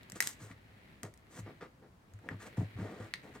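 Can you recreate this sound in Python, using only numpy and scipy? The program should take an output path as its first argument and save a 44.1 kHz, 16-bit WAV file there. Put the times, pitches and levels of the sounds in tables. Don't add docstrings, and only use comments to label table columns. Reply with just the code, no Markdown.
import sys
import numpy as np
from scipy import signal
from scipy.fft import rfft, irfft
from scipy.io import wavfile
from scipy.ndimage import map_coordinates

SR = 44100
rng = np.random.default_rng(int(sys.argv[2]) if len(sys.argv) > 2 else 0)


def generate_wav(sig):
    pcm = np.round(np.clip(np.atleast_2d(sig).T, -1, 1) * 32767).astype(np.int16)
    wavfile.write(sys.argv[1], SR, pcm)


N = 149940

# pitch_hz, level_db
HUM_TONE = [(15, -29), (25, 7), (200, -5), (400, -13.5), (1050, -19), (2500, -30), (6380, -36.5),
            (15500, -42.5)]
# pitch_hz, side_re_mid_db
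SIDE_TONE = [(60, -17.5), (250, -9.5), (1000, 1.5), (4000, -0.5), (14000, -3)]
# time_s, level_db
RUB_LEVELS = [(.3, -58.5), (.6, -64), (.93, -59.5), (1.1, -71.5), (1.5, -59.5), (1.9, -81.5),
              (2.171, -68.5), (2.501, -56), (3.0, -58.5), (3.4, -59)]
# pitch_hz, level_db
RUB_TONE = [(60, -11), (110, 11.5), (500, -2.5), (1100, -13), (1930, -1.5), (2900, -9.5), (3600, -14),
            (4000, -12.5), (6000, -28.5)]
# start_s, ring_db, pitch_hz, overtone_re_ring_db, crack_db
POPS = [(0.032, -53, 1740, 14, -47), (0.0991, -67, 1570, -12, -36), (0.1202, -36, 1960, -15, -31.5),
        (0.1634, -38, 1250, -11, -49), (0.2042, -11.5, 1960, -39, -11), (0.2251, -25.5, 1840, -22, -23),
        (0.2402, -38.5, 2100, -13.5, -34.5), (0.2725, -63, 1760, -5, -15.5), (0.5143, -38, 2030, -8.5, -61),
        (1.0322, -34.5, 1930, -6, -27.5), (1.1392, -48.5, 1880, -24, -46.5),
        (1.1754, -60, 2020, -14.5, -49.5), (1.3911, -46, 1050, 11, -42), (2.137, -51, 1500, -14, -51),
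        (2.19, -48.5, 1510, -15.5, -61.5), (2.2887, -20.5, 1776, -30, -42.5), (2.5727, -41, 1080, -17, -48),
        (3.138, -19, 1990, 2.5, -33)]
# pitch_hz, level_db
BRIGHT_TONE = [(2500, -7.5), (4200, -5), (5200, -5), (6800, 0.5), (8500, 1.5), (10000, -9), (12500, -4.5),
               (16000, -18)]
# start_s, peak_db, contact_s
THUMPS = [(0.127, -42, 0.00032), (0.417, -43, 0.0068), (0.503, -43, 0.0019), (0.7, -55.5, 0.012),
          (1.029, -37.5, 0.0026), (1.385, -37.5, 0.0051), (1.418, -44, 0.014), (2.133, -44.5, 0.011),
          (2.309, -35, 0.002), (2.338, -39, 0.0035), (2.577, -22.5, 0.0037), (2.61, -25.5, 0.004),
          (2.748, -38, 0.008), (2.784, -32, 0.0031), (2.811, -33, 0.0047), (2.997, -37.5, 0.0024)]
# pitch_hz, level_db, t60_s
DESK_MODES = [(103.76, -7.5, 0.77), (136, -5, 0.097), (160.6, 1, 0.049), (183, 1, 0.066), (270, -6, 0.084),
              (470, -8.5, 0.03), (624, -12, 0.033)]
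# start_s, swell_s, fade_s, dull_db, wet_db, bright_db
SQUEEZES = [(0.151, 0.0071, 0.036, -51.5, -54, -51), (0.203, 0.004, 0.14, -68, -53, -41),
            (0.386, 0.034, 0.083, -55.5, -58.5, -57.5), (0.47, 0.044, 0.023, -64.5, -58, -65.5),
            (1.03, 0.0012, 0.064, -46.5, -53, -61), (1.289, 0.106, 0.018, -55, -58, -55.5),
            (1.456, 0.0097, 0.077, -49.5, -58.5, -104), (1.606, 0.007, 0.065, -47.5, -50.5, -71),
            (1.82, 0.0083, 0.075, -59, -68.5, -101), (2.211, 0.055, 0.11, -54.5, -67.5, -78),
            (2.292, 0.021, 0.049, -48, -56.5, -74.5), (2.389, 0.035, 0.041, -56.5, -52, -58),
            (2.45, 0.018, 0.024, -47, -51, -57.5), (2.567, 0.0043, 0.096, -44, -58, -62.5),
            (2.759, 0.046, 0.31, -45.5, -54.5, -67), (2.997, 0.0056, 0.11, -52.5, -55, -66),
            (3.23, 0.0033, 0.11, -49.5, -62.5, -71), (3.333, 0.025, 0.031, -51.5, -55.5, -62)]
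# pitch_hz, level_db
DULL_TONE = [(80, -23), (150, 4.5), (300, 8.5), (550, 4.5), (900, -3.5), (1800, -38)]
# pitch_hz, level_db
WET_TONE = [(500, -18), (1200, 3.5), (1950, 0.5), (2700, -12.5), (3700, -13.5), (5500, -19.5), (9000, -47)]
# delay_s, level_db
ECHOES = [(.0043, -12), (.0085, -25), (0.019, -17.5)]

HUM_DB = -61
DULL_PER_S, WET_PER_S, BRIGHT_PER_S = 1500, 4000, 5000
GRAIN_SPREAD_DB = 1.5
POP_T60_S, CRACK_T60_S, OVERTONE_T60_S = 0.007, 0.006, 0.003
OVERTONE_RATIO = 2.13
PALM_REST_S, DESK_LINGER = 0.06, 0.15
DESK_DETUNE, MODE_SPREAD_DB = 0.015, 2.0
SWELL_BEND = 0.9
TAIL_DB, TAIL_T60_LOW_S, TAIL_T60_HIGH_S = -14, 0.2, 0.2
TAIL_SPLIT_HZ, SOFT_HZ = 2500, 8300
PORT_LAG_S = 0.00004
BASS_CUT_HZ, TOP_HZ, LEFT_DB = 57, 16000, 0.96


def undb(db):
    return 10 ** (np.asarray(db) / 20)


def unit(x):
    return x / np.sqrt(np.mean(x ** 2))


def colour(x, tone):
    n = x.shape[-1]
    points_hz, points_db = np.array(tone, float).T
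    hz = np.maximum(np.arange(n // 2 + 1) * SR / n, 1)
    gain_db = np.interp(np.log(hz), np.log(points_hz), points_db)
    return irfft(rfft(x) * undb(gain_db), n)


def fade(t, t60):
    return np.exp(-np.log(1000) * t / np.maximum(t60, 1e-3))


def add(out, x, start_s):
    i = int(start_s * SR)
    out[..., i:i + x.shape[-1]] += x[..., :N - i]


def wide(mid, side):
    side = colour(side, SIDE_TONE)
    return np.array([mid + side, mid - side])


def grains(per_s):
    hit = rng.random(N) < per_s / SR
    size = undb(GRAIN_SPREAD_DB * rng.exponential(size=N))
    return hit * rng.standard_normal(N) * size


def room_hum():
    mid, side = colour(rng.standard_normal((2, N)), HUM_TONE)
    return wide(mid, side) * undb(HUM_DB) / np.std(mid)


def rubbing():
    time_s, level_db = np.array(RUB_LEVELS).T
    friction = np.array([grains(BRIGHT_PER_S), grains(BRIGHT_PER_S)])
    hiss = wide(*colour(friction, RUB_TONE))
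    return unit(hiss) * undb(np.interp(np.arange(N) / SR, time_s, level_db))


def pops():
    out, t = np.zeros((2, N)), np.arange(1024) / SR
    rise = 1 - np.exp(-(t / 0.00025) ** 2)
    for start_s, ring_db, pitch_hz, overtone_db, crack_db in POPS:
        phase = 2 * np.pi * pitch_hz * t
        ring = np.sin(phase) * fade(t, POP_T60_S)
        overtone = np.sin(OVERTONE_RATIO * phase) * fade(t, OVERTONE_T60_S)
        ring += undb(overtone_db) * overtone
        noise = wide(*colour(rng.standard_normal((2, 1024)), BRIGHT_TONE))
        crack = unit(noise) * fade(t, CRACK_T60_S) * undb(crack_db)
        add(out, rise * (undb(ring_db) * ring + crack), start_s)
    return out


def thumps():
    out, t = np.zeros(N), np.arange(SR // 2) / SR
    damping = DESK_LINGER + 1 / (1 + (t / PALM_REST_S) ** 6)
    for start_s, peak_db, contact_s in THUMPS:
        ring = np.zeros(len(t))
        for k, (pitch_hz, level_db, t60_s) in enumerate(DESK_MODES):
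            level_vary, pitch_vary = rng.standard_normal(2)
            level = (-1) ** k * undb(level_db + MODE_SPREAD_DB * level_vary)
            hz = pitch_hz * (1 + DESK_DETUNE * pitch_vary)
            ring += level * fade(t, t60_s) * np.sin(2 * np.pi * hz * t)
        push = np.sin(np.pi * np.clip(t[:1024] / max(contact_s, 0.0005), 0, 1)) ** 2
        hit = signal.fftconvolve(ring, push)[:len(t)] * damping
        add(out, undb(peak_db) * hit / np.abs(hit).max(), start_s)
    return out


def kneading():
    t, power = np.arange(N) / SR, np.zeros((3, N))
    for start_s, swell_s, fade_s, *levels_db in SQUEEZES:
        peak_s = start_s + swell_s
        shape = np.interp(t, [start_s, peak_s, peak_s + fade_s], [0, 1, 0])
        power += (undb(levels_db)[:, None] * shape ** SWELL_BEND) ** 2
    dull_env, wet_env, bright_env = np.sqrt(power)
    dull = unit(colour(grains(DULL_PER_S), DULL_TONE)) * dull_env
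    wet = unit(colour(grains(WET_PER_S), WET_TONE)) * wet_env
    bright = unit(colour(grains(BRIGHT_PER_S), BRIGHT_TONE)) * bright_env
    return dull + wet + bright


def bedroom(x):
    t = np.arange(SR // 2) / SR
    noise = rng.standard_normal((2, len(t)))
    low = signal.sosfilt(signal.butter(1, TAIL_SPLIT_HZ, fs=SR, output="sos"), noise)
    tail = low * fade(t, TAIL_T60_LOW_S) + (noise - low) * fade(t, TAIL_T60_HIGH_S)
    tail *= np.clip(t / 0.0007 - 1, 0, 1)
    mid, side = signal.sosfilt(signal.butter(1, SOFT_HZ, fs=SR, output="sos"), tail)
    response = undb(TAIL_DB) * wide(mid, side) / np.sqrt(np.sum(mid ** 2))
    for delay_s, level_db in ECHOES:
        response[:, int(delay_s * SR)] += undb(level_db)
    return signal.fftconvolve(x[None], response, axes=1)[:, :N]


def scene():
    near = pops() + kneading()
    late = map_coordinates(near[1], [np.arange(N) - PORT_LAG_S * SR], mode="mirror")
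    direct = np.array([near[0], late])
    return room_hum() + rubbing() + direct + thumps() + bedroom(near.mean(axis=0))


def record(dry):
    thin = signal.sosfilt(signal.butter(3, BASS_CUT_HZ, "high", fs=SR, output="sos"), dry)
    leaning = thin * undb([[LEFT_DB / 2], [-LEFT_DB / 2]])
    return signal.sosfilt(signal.ellip(8, 0.5, 60, TOP_HZ, fs=SR, output="sos"), leaning)


dry = scene()
out = record(dry)
generate_wav(out)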